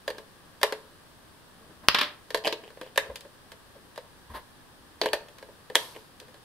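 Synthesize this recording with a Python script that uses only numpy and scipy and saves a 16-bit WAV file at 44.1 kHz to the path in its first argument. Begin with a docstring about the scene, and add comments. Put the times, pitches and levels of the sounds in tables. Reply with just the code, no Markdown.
"""Ticks and knocks of batteries in a hollow plastic toy blaster are heard first, over a quiet hiss.
Scrapes are uneven friction noise; knocks and snaps ring damped shell modes, and each snap adds a coil spring.
Metal caps flick a contact plate; one battery topples on the table and bounces at shrinking intervals.
Hand bumps, drags and a brushing sleeve are shaped noise; a small room answers with a decaying diffuse tail."""
import sys
import numpy as np
from scipy import signal
from scipy.fft import rfft, irfft, next_fast_len
from scipy.io import wavfile

SR = 44100
rng = np.random.default_rng(int(sys.argv[2]) if len(sys.argv) > 2 else 0)


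def inscribe(sig):
    """Save sig as 16-bit PCM at rate SR to the path in sys.argv[1].

    A 1-D sig is mono; a 2-D sig holds one channel per row.
    Samples are clipped to [-1, 1] before scaling.
    """
    pcm = np.round(np.clip(np.atleast_2d(sig).T, -1, 1) * 32767)
    wavfile.write(sys.argv[1], SR, pcm.astype(np.int16))


N = 284004
AGE = np.arange(SR // 3) / SR  # time since the start of a sound (s)


def amp(db):
    """Level law: decibels to amplitude gain."""
    return 10 ** (np.asarray(db) / 20)


def unit(x):
    """Power normalisation: scale to rms 1."""
    return x / np.sqrt(np.mean(x ** 2) + 1e-20)


def early(x):
    """Onset normalisation: scale a blow to rms 1 over its first hundredth of a second."""
    return x / np.sqrt(np.mean(x[:, :SR // 100] ** 2) + 1e-20)


def along(points, hz):
    """Logarithmic frequency scale: interpolate (Hz, value) points along it."""
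    point_hz, values = np.transpose(points)
    return np.interp(np.log(hz + 1), np.log(point_hz), values)


def fade(t60):
    """Exponential damping: a fall of 60 dB in t60 seconds."""
    return np.exp(-np.log(1000) * AGE / t60)


def add(track, s, sound):
    """Superposition: mix a sound into a track at time s."""
    part = track[:, max(round(s * SR), 0):][:, :sound.shape[1]]
    part += sound[:, :part.shape[1]]


def coloured(x, spectrum):
    """Minimum-phase filtering: a causal filter with the gain of (Hz, dB) points."""
    size = 2 * next_fast_len(x.shape[-1] // 2 + 2048)
    log_gain = np.log(amp(along(spectrum, np.fft.rfftfreq(size, 1 / SR))))
    # folding the cepstrum onto positive times makes the filter causal
    cepstrum = irfft(log_gain)
    cepstrum[1:size // 2] *= 2
    cepstrum[size // 2 + 1:] = 0
    return irfft(rfft(x, size) * np.exp(rfft(cepstrum)), size)[..., :x.shape[-1]]


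def noise(size, width):
    """Mid-side stereo: white noise whose width depends on frequency."""
    turn = np.arctan(amp(along(width, np.fft.rfftfreq(size, 1 / SR))))
    shares = [np.cos(turn), np.sin(turn)]
    mid, side = irfft(rfft(rng.standard_normal((2, size))) * shares, size)
    return np.array([mid + side, mid - side])


# stereo width of the contacts: frequency_hz, side_minus_mid_db
CONTACT_WIDTH = [(100, -23), (400, -27), (1200, -7), (2500, -9.5), (4500, -4.5), (12000, -0.5)]
SCATTER_DB = 2.5  # spread of the mode strengths from blow to blow


def ring(modes, spot_hz=None, spot_db=8, spot_width=.09):
    """Modal superposition: damped modes at new strengths; high ones reach the ears out of step."""
    hz, db, t60 = np.transpose(modes)[:, :, None]
    db = db + SCATTER_DB * rng.standard_normal(hz.shape)
    if spot_hz:
        # the struck spot favours nearby modes; the width is in log frequency
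        db = db + spot_db * np.exp(-(np.log(hz / spot_hz) / spot_width) ** 2)
    polarity = rng.choice([-1, 1], hz.shape)
    skew = np.arctan(amp(along(CONTACT_WIDTH, hz))) * rng.choice([-1, 1], hz.shape)
    swing = polarity * amp(db) * fade(t60)
    phase = 2 * np.pi * hz * AGE
    return np.array([(swing * np.sin(phase + ear * skew)).sum(0) for ear in (1, -1)])


def wash(spectrum, crack_t60, body_t60, body_db, bright_t60):
    """High modal density: a brief crack, then noise for crowded modes whose treble dies first."""
    crack = noise(len(AGE), CONTACT_WIDTH) * fade(crack_t60)
    body = noise(len(AGE), CONTACT_WIDTH)
    dull = signal.sosfilt(signal.butter(2, 2000, fs=SR, output="sos"), body)
    bright = signal.sosfilt(signal.butter(2, 2000, "high", fs=SR, output="sos"), body)
    # subtracting keeps the two halves in phase where they cross
    decaying = dull * fade(body_t60) - bright * fade(bright_t60)
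    return early(coloured(crack + amp(body_db) * decaying, spectrum))


# frequency registers of a blow, from knock and clack to click and tick: low_hz, high_hz
REGISTERS_HZ = [(30, 750), (750, 2300), (2300, 6000), (6000, 15500)]


def voiced(blow, levels_db):
    """Spectral balance: each register of a blow is set to its own onset level."""
    out = 0
    for edges, db in zip(REGISTERS_HZ, levels_db):
        band_filter = signal.butter(N=4, Wn=edges, btype="band", fs=SR, output="sos")
        out = out + amp(db) * early(signal.sosfilt(band_filter, blow))
    return out


# spectrum of the quiet hiss: frequency_hz, relative_level_db (per Hz)
HISS_SPECTRUM = [(25, -4), (95, 0.5), (250, -1.5), (700, -7.5), (1150, -5), (1400, -10), (1650, -5.5),
                 (2200, -16), (3200, -12.5), (4800, -15), (6800, -23), (9200, -17), (11000, -21),
                 (15500, -25)]
# stereo width of the hiss: frequency_hz, side_minus_mid_db
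HISS_WIDTH = [(60, -7.5), (180, -3), (550, -5.5), (1650, -1.5), (4970, 0.5), (15000, -0.5)]
HISS_DB = -54  # rms level before the ears are made unequal


def room_hiss():
    """Stationary random noise: steady room and microphone hiss, 1 dB stronger on the left."""
    hiss = amp(HISS_DB) * unit(coloured(noise(N, HISS_WIDTH), HISS_SPECTRUM))
    return hiss * amp([[.5], [-.5]])


# reverberation of the small room: frequency_hz, t60_s
ROOM_DECAY = [(150, 0.385), (500, 0.49), (2000, 0.31), (5000, 0.27), (13000, 0.19)]


def room(x):
    """Diffuse reverberation: decaying noise tails answer from the walls, different at each ear."""
    hz, t, z = signal.stft(rng.standard_normal((2, SR // 2)), SR, nperseg=256)
    decay = np.exp(-np.log(1000) * t / along(ROOM_DECAY, hz)[:, None])
    tail = signal.istft(z * decay, SR, nperseg=256)[1]
    # the answer starts 5 ms after the direct sound
    tail = np.pad(tail / np.linalg.norm(tail[0]), ((0, 0), (SR // 200, 0)))
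    mid, spread = signal.fftconvolve(x, tail, axes=1)[:, :N]
    # long waves arrive alike at the two close capsules
    side = coloured(spread, [(300, -23.5), (1000, -6.5), (3000, 1.5)])
    return np.array([mid + side, mid - side]) / np.sqrt(2)


# soft bumps of a hand through the table: start_s, peak_db (direct sound)
HAND_BUMPS = [(3.084, -43), (4.295, -39.5), (4.345, -60)]


def bumps():
    """Low-frequency excitation: a soft hand makes the table boom briefly."""
    out = np.zeros((2, N))
    for s, db in HAND_BUMPS:
        push = noise(len(AGE), CONTACT_WIDTH) * fade(0.21) * (1 - fade(0.022))
        boom = coloured(push, [(20, -27), (60, 7.0), (110, -12.0), (230, -11.5), (400, -26), (1500, -49.0)])
        add(out, s, amp(db) * boom / np.abs(boom).max())
    return out


def friction(strokes, spectrum, grain_db):
    """Stick-slip friction: tiny slips, made uneven by grain_db, swell and fade under each stroke."""
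    out = np.zeros((2, N))
    for s, length, db in strokes:
        # each slip strength lasts 64 samples
        slip_sizes = np.repeat(rng.standard_normal(len(AGE)), repeats=64)[:len(AGE)]
        slips = unit(amp(grain_db * slip_sizes))
        stroke = np.sin(np.pi * np.minimum(AGE / length, 1))
        rubbing = unit(coloured(noise(len(AGE), CONTACT_WIDTH) * slips, spectrum))
        add(out, s, amp(db) * stroke * rubbing)
    return out


# sleeve brushing the table: start_s, length_s, level_db (before the swell)
SLEEVE_STROKES = [(1.55, 0.15, -59), (1.68, 0.06, -52), (1.815, 0.062, -53)]
# spectrum of the sleeve: frequency_hz, relative_level_db (per Hz)
SLEEVE_SPECTRUM = [(40, -4.5), (150, 4), (270, 10), (450, 4), (1500, -6), (6000, -42)]


def sleeve_brushes():
    """Soft friction: a sleeve on the table gives noise with little treble."""
    return friction(SLEEVE_STROKES, SLEEVE_SPECTRUM, grain_db=3)


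# battery dragged over the table: start_s, length_s, level_db (before the swell)
DRAG_STROKES = [(1.825, 0.041, -51), (4.295, 0.039, -48), (4.332, 0.059, -37.5), (4.37, 0.043, -48)]
# spectrum of the drags: frequency_hz, relative_level_db (per Hz)
DRAG_SPECTRUM = [(50, -32), (450, -2.5), (800, -4.5), (1030, 6), (1250, -9.5), (1800, -4), (2400, -16.5),
                 (4200, -15), (7000, -33.5), (11000, -19.5), (16000, -31)]


def drags():
    """Sliding friction: a battery dragged over the table gives smooth noise of even slips."""
    return friction(DRAG_STROKES, DRAG_SPECTRUM, grain_db=0)


# modes of the battery and table top: frequency_hz, relative_level_db, t60_s
TABLE_MODES = [(237, -37, 0.11), (593, -12.5, 0.22), (1062, 0, 0.141), (1314, -9, 0.24), (1644, 4, 0.15),
               (1770, 0, 0.22), (2326, -2, 0.22), (3020, 3, 0.25), (3210, -8, 0.13), (3426, -7, 0.128),
               (3500, -11.5, .15), (3590, 7, 0.11), (4110, -8.5, 0.13)]
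# spectrum of the crowded table modes: frequency_hz, relative_level_db (per Hz)
TABLE_WASH = [(40, -25), (250, -11.5), (750, -14), (1050, 1.5), (1800, 4.5), (2300, 1), (3500, 13.5),
              (4900, 3), (6200, -17), (9000, -23), (12500, -18), (16000, -34)]


def table_blow(db, tone, crack_t60, ring_db, other_end=0):
    """Impact excitation: a battery lands on the table top and both ring."""
    modes = amp(ring_db) * early(ring(TABLE_MODES))
    crowd = wash(TABLE_WASH, crack_t60, body_t60=0.15, body_db=ring_db + 1, bright_t60=0.054)
    blow = coloured(modes + crowd + other_end, [(40, -22), (200, 3)])
    return voiced(blow, db + np.array(tone))


# register balance of the first blow: knock_db, clack_db, click_db, tick_db
TOPPLE_TONE = (-9.5, -0.5, 0.5, -3.5)
# register balance of the rebounds: knock_db, clack_db, click_db, tick_db
REBOUND_TONE = (-9.5, -1.5, -1, -10)
# strength of each rebound in turn: level_db
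REBOUNDS_DB = (-21.5, -25, -24, -33.5)
# first blow: time (s), strength (dB); first flight (s), each flight over the one before
TOPPLE_S, TOPPLE_DB, FLIGHT_S, SHRINK = 1.8853, -15.5, 0.0603, 0.66


def bounces():
    """Inelastic rebound: the toppled battery hits hard and clean, then chatters ever faster."""
    out = np.zeros((2, N))
    add(out, TOPPLE_S, table_blow(TOPPLE_DB, TOPPLE_TONE, crack_t60=0.0035, ring_db=-26.5))
    # the first blow also shoves the table top: one short push of air
    u = AGE / 0.00011
    add(out, TOPPLE_S, amp(1.0) * np.array([u * np.exp(-u)] * 2))
    flights = FLIGHT_S * SHRINK ** np.arange(len(REBOUNDS_DB))
    for s, db in zip(TOPPLE_S + np.cumsum(flights), REBOUNDS_DB):
        # on the rebounds the other end lands a moment later
        other_end = np.zeros((2, len(AGE)))
        second = wash(TABLE_WASH, crack_t60=0.0122, body_t60=0.33, body_db=-13.5, bright_t60=0.2)
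        add(other_end, rng.uniform(.003, 0.0049), amp(-2) * second)
        add(out, s, table_blow(db, REBOUND_TONE, crack_t60=0.027, ring_db=-10, other_end=other_end))
    return out


# battery rubbing along the shell: start_s, length_s, level_db (before the swell)
SCRAPE_STROKES = [(.14, 0.064, -60), (2.44, 0.042, -30), (2.489, 0.053, -39), (2.617, 0.092, -54),
                  (2.82, 0.078, -54), (2.998, 0.092, -58), (5.018, 0.084, -38), (5.918, 0.073, -54.5),
                  (6.195, 0.04, -80)]
# spectrum of the scrapes: frequency_hz, relative_level_db (per Hz)
SCRAPE_SPECTRUM = [(60, -36.5), (450, 2.5), (1000, 0), (1350, -24), (1900, -3.5), (3100, 5), (4300, -21),
                   (4900, -10), (5700, -21), (13000, -20.5), (16000, -38)]


def scrapes():
    """Rough friction: a battery rubbing along the shell slips very unevenly."""
    return friction(SCRAPE_STROKES, SCRAPE_SPECTRUM, grain_db=8.5)


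# modes of the plastic shell: frequency_hz, relative_level_db, t60_s
SHELL_MODES = [(364, -32, 0.27), (432.7, -4, 0.13), (510, -2.5, 0.12), (555.7, -3, 0.1), (592, -0.5, 0.083),
               (656, -7.5, 0.12), (922, -3.5, 0.12), (1032, -0.5, 0.057), (1626, 10.5, 0.029),
               (1800, 4, 0.053), (1760, 9, 0.013), (2680, -19, 0.022), (3040, -24, .045), (3000, -4, 0.08),
               (3950, 0.5, 0.041), (4080, 6.5, 0.036), (4440, 9.5, 0.027), (4820, 2.5, 0.044),
               (6360, -31, .04)]
# spectrum of the crowded shell modes: frequency_hz, relative_level_db (per Hz)
SHELL_WASH = [(40, 12), (200, -31.5), (320, -7.5), (480, 2.5), (750, -8), (1000, -1), (1350, -10.5),
              (1800, -2), (2300, -8), (3500, -0.5), (4900, -10.5), (6500, -15), (12800, -14), (16000, -26)]
# gain of the four registers, low to high, with hardness: gain_db (per dB of hardness)
HARDNESS_SHARE = (-0.71, -0.14, 0.39, 0.52)


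def strike(db, hardness_db, spot_hz, tone, ring_db=-1.0):
    """Contact stiffness: a touch cracks and rings the hollow shell, brighter when harder."""
    levels_db = db + np.array(tone) + hardness_db * np.array(HARDNESS_SHARE)
    # a hard snap is mostly crack; a dull knock leaves more ringing
    body_db = ring_db - 0.41 * np.clip(max(levels_db[1:3]) - levels_db[0], 0, 9)
    modes = early(ring(SHELL_MODES, spot_hz=spot_hz, spot_db=8.0, spot_width=0.088))
    crowd = wash(SHELL_WASH, crack_t60=0.015, body_t60=0.078, body_db=body_db - 5, bright_t60=0.064)
    # a small shell radiates little bass
    blow = coloured(amp(body_db) * modes + crowd, [(40, -23.0), (240, 8)])
    return voiced(blow, levels_db)


# knocks on the shell: start_s, level_db, hardness_db (tilts the balance to treble), spot_hz (favoured)
SHELL_KNOCKS = [(0.0785, -32.5, -5, 468), (0.1021, -39, -5.5, 484), (0.183, -46, -2, 415),
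                (0.7235, -34, -6, 433), (2.3045, -41, -0.5, 494), (2.3454, -26.5, -2.5, 605),
                (2.3734, -39.5, -1.5, 680), (2.4695, -31.5, -6, 630), (2.7726, -57.5, -17, 545),
                (2.813, -43, -5.5, 500), (3.099, -53.5, -26, 544), (3.1576, -45.5, 16.5, 655),
                (3.208, -57, 21.5, 480), (3.249, -57.5, -14, 550), (3.5183, -49, 2.5, 670),
                (3.754, -64, -18, 400), (3.9596, -54, 5.5, 567), (3.977, -43, -7, 585),
                (5.035, -38.5, -7, 437), (5.0585, -30, -7.5, 486), (5.1317, -26, -1.5, 590),
                (5.2842, -56.5, 6, 516), (5.384, -53.5, 4, 510), (5.4264, -49.5, -8.5, 500),
                (5.4869, -62, -21.5, 530), (5.6995, -45.5, -11.5, 503), (6.2, -54, 17.5, 400),
                (6.2821, -58, -6.5, 494), (6.3425, -56, -1.5, 527)]
# register balance of a knock: knock_db, clack_db, click_db, tick_db
KNOCK_TONE = (-0.5, -0.5, -1.5, -7.5)


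def knocks():
    """Impact on a thin shell: batteries knock on the compartment walls as they are steered in."""
    out = np.zeros((2, N))
    for s, db, hardness_db, spot_hz in SHELL_KNOCKS:
        add(out, s, strike(db, hardness_db, spot_hz, KNOCK_TONE))
    return out


# a catch: level at 0 dB of rubbing (dB), its rise per dB of rubbing, mean hardness (dB), spot (Hz)
CATCH_DB, CATCH_GROWS, CATCH_HARDNESS_DB, CATCH_SPOT_HZ = -42.5, 0.24, -7, 460


def catches(count=2):
    """Stick-slip arrest: a scraping battery catches on the wall, at chance in each equal share."""
    out = np.zeros((2, N))
    for s, length, db in SCRAPE_STROKES:
        for share in (np.arange(count) + rng.random(count)) / count:
            hardness_db = CATCH_HARDNESS_DB + 4 * rng.standard_normal()
            catch = strike(CATCH_DB + CATCH_GROWS * db, hardness_db, CATCH_SPOT_HZ, KNOCK_TONE)
            add(out, s + share * length, catch)
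    return out


# battery cap flicking a metal contact plate: start_s, level_db, ping_db
PLATE_FLICKS = [(2.439, -46.5, -53), (2.475, -28.5, -40), (2.5254, -32, -58), (5.0148, -26, -59)]
# modes of the contact plate: frequency_hz, relative_level_db, t60_s
PLATE_MODES = [(5000, 4, 0.09), (5600, -16, 0.067)]
# register balance of a flick: knock_db, clack_db, click_db, tick_db
FLICK_TONE = (-0.5, -7.5, 1, -14.5)
FLICK_SPOT_HZ = 427  # shell resonance next to the plate


def flicks():
    """Coupled resonators: a cap clicks on a plate, which pings and passes the blow to the shell."""
    out = np.zeros((2, N))
    for s, db, ping_db in PLATE_FLICKS:
        ping = amp(ping_db) * early(ring(PLATE_MODES))
        add(out, s, strike(db, 0, FLICK_SPOT_HZ, FLICK_TONE) + ping)
    return out


# spectrum of the coil's sizzle: frequency_hz, relative_level_db (per Hz)
COIL_SPECTRUM = [(300, -28), (1000, 8), (1800, -9), (4500, 2), (6500, -7), (12000, -2.5), (16000, -24)]


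def spring(hz):
    """Coil resonance: a close cluster of modes and a sizzle, stronger in stiff, high coils."""
    sizzle = early(coloured(noise(len(AGE), CONTACT_WIDTH) * fade(0.71), COIL_SPECTRUM))
    cluster = early(ring([(hz * 0.88, -3, .3), (hz, 0, .36), (hz * 1.3, -3, .3)]))
    return sizzle * np.sqrt(hz / 3000) + amp(-2) * cluster * np.sqrt(1500 / hz)


# battery snapping home: start_s, level_db, hardness_db, spot_hz, slip_lead_s, spring_db, coil_hz
BATTERY_SNAPS = [(0.631, -22, 0, 596, 0.017, -46, 1046), (2.9761, -23, -1.5, 570, 0.017, -56, 1820),
                 (5.7544, -21, 4.5, 470, 0.0048, -40, 3240)]
# register balance of a snap: knock_db, clack_db, click_db, tick_db
SNAP_TONE = (-3, 1, -1.5, -6)
SLIP_DB = -20.5  # strength of the slip off the rim, against the snap
# the coil takes the blow and colours it: lift at its main pitch (dB), reach to each side (frequency ratio)
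COIL_LIFT_DB, COIL_REACH = 5, 1.31


def snaps():
    """Impulsive loading: a battery slips off the rim, slams home and sets the spring ringing."""
    out = np.zeros((2, N))
    for s, db, hardness_db, spot_hz, lead_s, spring_db, coil_hz in BATTERY_SNAPS:
        add(out, s - lead_s, strike(db + SLIP_DB, 0, spot_hz, KNOCK_TONE))
        slam = strike(db, hardness_db, spot_hz, SNAP_TONE, ring_db=-4)
        slam = coloured(slam, [(coil_hz / COIL_REACH, 0), (coil_hz, COIL_LIFT_DB), (coil_hz * COIL_REACH, 0)])
        add(out, s, slam + amp(spring_db) * spring(coil_hz))
    return out


# colour difference between the ears: frequency_hz, left_minus_right_db
EAR_LEAN = [(400, 1.1), (1500, 0), (4500, -1), (9000, 4.5), (13000, 4.5)]


def scene():
    """Superposition: direct and reverberant sound of blaster and table, over the hiss."""
    table = sleeve_brushes() + drags() + bumps() + bounces()
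    blaster = scrapes() + catches() + flicks() + knocks() + snaps()
    sound = blaster + amp(-12.0) * room(blaster) + table + amp(-13.0) * room(table)
    # each ear has its own colour
    left = coloured(sound[0], [(hz, db / 2) for hz, db in EAR_LEAN])
    right = coloured(sound[1], [(hz, -db / 2) for hz, db in EAR_LEAN])
    return np.array([left, right]) + room_hiss()


TOP_HZ = 15700  # band limit


def record(dry):
    """Saturation and band limiting: peaks clip at full scale; nothing passes above TOP_HZ."""
    clipped = np.clip(dry, -1, 1)
    return irfft(rfft(clipped) * (np.fft.rfftfreq(N, 1 / SR) < TOP_HZ), N)


dry = scene()
out = record(dry)
inscribe(out)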